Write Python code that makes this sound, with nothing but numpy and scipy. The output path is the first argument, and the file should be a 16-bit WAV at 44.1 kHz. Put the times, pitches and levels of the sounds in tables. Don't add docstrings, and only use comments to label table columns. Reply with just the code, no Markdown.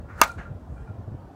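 import sys
import numpy as np
from scipy import signal
from scipy.fft import irfft
from scipy.io import wavfile
from scipy.ndimage import uniform_filter1d

SR = 44100
rng = np.random.default_rng(int(sys.argv[2]) if len(sys.argv) > 2 else 0)


def store_wav(level_fs):
    pcm = np.round(np.clip(np.atleast_2d(level_fs), -1, 1) * 32767)
    wavfile.write(sys.argv[1], SR, pcm.T.astype(np.int16))


N = 59535
T = np.arange(N) / SR
HZ = np.fft.rfftfreq(N, 1 / SR)
HIT_S = .215


def contact():
    # f/Hz, level/dB
    spectrum = [(100, -18), (300, -5.5), (1500, -1.5), (2200, -8), (2750, -0.5), (3200, -9.5), (5000, -6),
                (5800, -7), (7000, 0), (8500, -9), (10000, -12.5), (12100, -5.5), (13800, -15.5),
                (15500, -11.5), (17000, -19.5)]
    crack = amp(-4.5) * noise(read(spectrum, HZ)) * decay(HIT_S, rise_s=.0002, t60_s=.0095)
    push_s, bounce_delay_s, push_hz = HIT_S + .0018, .00065, 1027
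    push = pulse(push_s, push_hz) + amp(-1) * pulse(push_s + bounce_delay_s, push_hz)
    return crack + amp(2) * push


def barrel_and_ball():
    # f/Hz, level/dB, t60/s
    barrel_modes = [(1231, -5.5, .068), (1386, -27, 0.31), (2184, -17.5, .085), (2724, -14.5, 0.033),
                    (3448, -24, .08), (4680, -27, .07), (6010, -22.5, .035), (6130, -17.5, .04),
                    (7550, -16.5, .015), (9070, -13, .018), (11800, -19, 0.011), (12470, -18, .01)]
    # f/Hz, level/dB, t60/s
    ball_modes = [(300, -22.5, .014), (593.6, -9, 0.022), (820, -16, .014), (939, -4, 0.022),
                  (1470, -8, .014), (2664, -8.5, .009)]
    return ring(barrel_modes, HIT_S, rise_s=.0005) + ring(ball_modes, HIT_S + .001496, rise_s=.0004)


def scatter():
    # f/Hz, level/dB
    spectrum = [(100, -18), (400, -13), (800, 1.5), (1500, 3), (2600, -3), (3200, -16), (4600, -17.5),
                (6500, -16.5), (9500, -22.5), (12500, -23), (16000, -27)]
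    # f/Hz, t60/s
    decay_times = [(200, .2), (700, .16), (1500, .12), (3000, .11), (7000, .12), (15000, 0.062)]
    # f/Hz, level/dB, t60/s
    notes = [(655, -30.5, 0.1), (787, -30.5, 0.14), (933.5, -34.5, 0.25), (1130, -26, 0.037),
             (1460, -29, .1), (1582, -30.5, 0.074), (1789, -29.5, .1)]
    hz, t, bins = signal.stft(noise(read(spectrum, HZ)), SR, nperseg=256)
    fade = amp(-60 * np.maximum(t - HIT_S, 0) / read(decay_times, hz)[:, None])
    tail = signal.istft(bins * fade, SR, nperseg=256)[1][:N]
    onset = np.clip((T - HIT_S) / .003, 0, 1)
    return amp(-14.5) * tail * onset + ring(notes, HIT_S, rise_s=.0068)


def near_slaps():
    # delay/s, level/dB, t60/s
    slaps = [(0.018, -26.5, 0.051), (0.058, -47.5, 0.11)]
    # f/Hz, level/dB
    spectrum = [(300, -7.5), (1500, 0.5), (3000, 1.5), (4800, 1.5), (7500, -4), (10000, -12), (12500, -5.5),
                (16000, -11.5)]
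    envelope = sum(amp(db) * decay(HIT_S + delay_s, .003, t60_s) for delay_s, db, t60_s in slaps)
    return envelope * noise(read(spectrum, HZ))


def far_echoes():
    # delay/s, level/dB, rise/s, t60/s, air loss/(dB/kHz)
    echoes = [(0.159, -39.5, .016, 0.31, 2.5), (.535, -58, .03, 0.98, 8), (.655, -57.5, 0.0089, 0.18, 7)]
    # f/Hz, level/dB
    echo_spectrum = [(200, -6.5), (600, -5.5), (1050, -4), (1650, 4.5), (2100, -7), (2700, -8), (3300, -18),
                     (4100, -18), (5000, -24), (6500, -13.5), (10000, -22.5), (16000, -40)]
    # f/Hz, level/dB
    wash_spectrum = [(200, -10), (700, -5.5), (1200, 1.5), (1800, -11), (2400, -12), (3200, -17),
                     (4000, -12), (5200, -20), (7000, -17), (9000, -19), (12000, -28.5), (16000, -38)]
    out = amp(-45) * decay(HIT_S, rise_s=.055, t60_s=.38) * noise(read(wash_spectrum, HZ))
    for delay_s, db, rise_s, t60_s, loss_db_per_khz in echoes:
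        dulled = noise(read(echo_spectrum, HZ) - loss_db_per_khz * HZ / 1000)
        out += amp(db) * decay(HIT_S + delay_s, rise_s, t60_s) * dulled
    return out


def barrel_echoes():
    # delay/s, level/dB, t60/s, tilt/(dB/oct)
    echoes = [(0.076, -32.5, .17, -0.5), (0.226, -46.5, .25, -16), (0.547, -56, .25, 14),
              (0.653, -45.5, 0.19, 0.5)]
    # f/Hz, level/dB
    notes = [(1390, 1), (2390, -17.5)]
    smear, rise_s = .55, .0093
    out = np.zeros(N)
    for delay_s, db, t60_s, tilt_db_per_oct in echoes:
        envelope = decay(HIT_S + delay_s, rise_s, t60_s)
        for hz, note_db in notes:
            tone = np.sqrt(2) * np.sin(2 * np.pi * hz * T)
            note = (1 - smear) * tone + smear * band(hz, half_width_oct=.032)
            tilt_db = tilt_db_per_oct * np.log2(hz / notes[0][0])
            out += amp(db + note_db + tilt_db) * envelope * note
    return out


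def swing():
    # f/Hz, level/dB
    spectrum = [(150, -5.5), (700, -5.5), (1450, 5), (2200, -11), (3500, -26.5), (8000, -26.5),
                (16000, -33.5)]
    peak_s, fall_s = .205, .01
    swish = amp(-37) * swell(peak_s, .017, fall_s) * noise(read(spectrum, HZ))
    hiss = amp(-66) * swell(peak_s, .04, fall_s) * band(5500, half_width_oct=.45)
    return swish + hiss


def scuff():
    # f/Hz, level/dB
    spectrum = [(200, -11.5), (900, -2.5), (1400, 8.5), (2300, -6), (3200, -24.5), (7000, -30.5),
                (16000, -42.5)]
    return amp(-47.5) * swell(peak_s=.1, rise_s=.0092, fall_s=.057) * noise(read(spectrum, HZ))


def follow_through():
    # f/Hz, level/dB
    spectrum = [(1000, -20), (4500, -6), (6300, 8), (7500, -0.5), (8800, -2), (10500, -12), (12500, -12),
                (16000, -15.5)]
    tick = amp(-46) * decay(start_s=.3165, rise_s=.00071, t60_s=.01) * noise(read(spectrum, HZ))
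    rustle = amp(-77.5) * swell(peak_s=.78, rise_s=.074, fall_s=.074) * band(7800, half_width_oct=.25)
    return tick + rustle


def wind():
    # t/s, level/dB, rise/s, fall/s, f/Hz
    gusts = [(.003, -32.5, .006, .008, 81), (0.041, -35, 0.005, 0.016, 75.9),
             (0.161, -38.5, 0.052, 0.027, 74.3), (.238, -35.5, 0.013, 0.022, 64.5),
             (0.374, -32, 0.0089, 0.01, 105), (.395, -31, 0.014, .012, 69.75),
             (0.511, -32, .005, 0.011, 112), (.566, -35, 0.014, .01, 90), (0.643, -40, .012, .01, 65),
             (0.707, -32.5, 0.013, 0.04, 79.34), (0.819, -35.5, 0.027, 0.022, 62),
             (.905, -27, 0.0089, 0.011, 101), (0.954, -35.5, 0.0087, .012, 75.85),
             (.988, -32.5, 0.0035, 0.022, 110.1), (1.078, -30.5, 0.0018, .02, 120),
             (1.125, -27.5, 0.0048, 0.006, 105), (1.149, -27, 0.0063, 0.0049, 115),
             (1.228, -44, 0.021, 0.026, 79)]
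    # f/buffet pitch, level/dB
    spectrum = [(.3, -25), (.7, -2), (1, -2.5), (1.7, -3.5), (2.6, -9), (5, -22.5), (12, -49), (60, -89.5)]
    sag_oct_per_s = 14
    out = np.zeros(N)
    for peak_s, db, rise_s, fall_s, hz in gusts:
        pitch_hz = hz * 2 ** np.clip(-sag_oct_per_s * (T - peak_s), -.5, .5)
        thump = np.sin(2 * np.pi * (np.cumsum(pitch_hz) / SR + rng.random()))
        turbulence = amp(-7.5) * noise(read(spectrum, HZ / hz))
        out += amp(db) * swell(peak_s, rise_s, fall_s) * (thump + turbulence)
    return out


def background():
    # f/Hz, level/dB
    spectrum = [(20, -29.5), (35, -13.5), (55, 0.5), (110, -2), (200, -7.5), (400, -14.5), (650, -13),
                (1000, -19.5), (1500, -27), (2200, -39.5), (4000, -45), (7000, -49.5), (11000, -55),
                (16000, -56)]
    patch_db, patch_hz, patch_s = 2.5, 90, .07
    hz, t, bins = signal.stft(noise(read(spectrum, HZ)), SR, nperseg=1024, noverlap=768)
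    patches = uniform_filter1d(rng.standard_normal(bins.shape), round(patch_hz / hz[1]), axis=0)
    patches = uniform_filter1d(patches, round(patch_s / t[1]), axis=1)
    drift = amp(patch_db * patches / patches.std())
    air = signal.istft(bins * drift, SR, nperseg=1024, noverlap=768)[1][:N]
    return amp(-44) * air / air.std()


def amp(db):
    return 10 ** (np.asarray(db) / 20)


def read(points, hz):
    f, value = np.transpose(points)
    return np.interp(np.log(hz + 1e-6), np.log(f), value)


def noise(spectrum_db):
    x = irfft(np.exp(2j * np.pi * rng.random(len(HZ))) * amp(spectrum_db), N)
    return x / x.std()


def band(hz, half_width_oct):
    return noise(-3 * (np.log2((HZ + 1) / hz) / half_width_oct) ** 2)


def decay(start_s, rise_s, t60_s):
    age_s = T - start_s
    return np.clip(age_s / rise_s, 0, 1) * amp(-60 * np.maximum(age_s - rise_s, 0) / t60_s)


def swell(peak_s, rise_s, fall_s):
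    return np.exp(-.5 * ((T - peak_s) / np.where(T < peak_s, rise_s, fall_s)) ** 2)


def ring(modes, start_s, rise_s):
    return sum(amp(db) * decay(start_s, rise_s, t60_s) * np.sin(2 * np.pi * hz * (T - start_s))
               for hz, db, t60_s in modes)


def pulse(peak_s, hz):
    u = (np.pi * hz * (T - peak_s)) ** 2
    return (1 - 2 * u) * np.exp(-u)


def scene():
    batter = scuff() + swing() + follow_through()
    hit = contact() + barrel_and_ball()
    reflections = scatter() + near_slaps() + far_echoes() + barrel_echoes()
    return (batter + hit + reflections + wind() + background())[None]


def record(dry):
    ceiling, knee, cutoff_hz = .96, 5, 16000
    clipped = dry / (1 + abs(dry / ceiling) ** knee) ** (1 / knee)
    low_pass = signal.firwin(161, cutoff_hz, window=("kaiser", 8), fs=SR)
    return signal.oaconvolve(clipped, low_pass[None], "same")


dry = scene()
out = record(dry)
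store_wav(out)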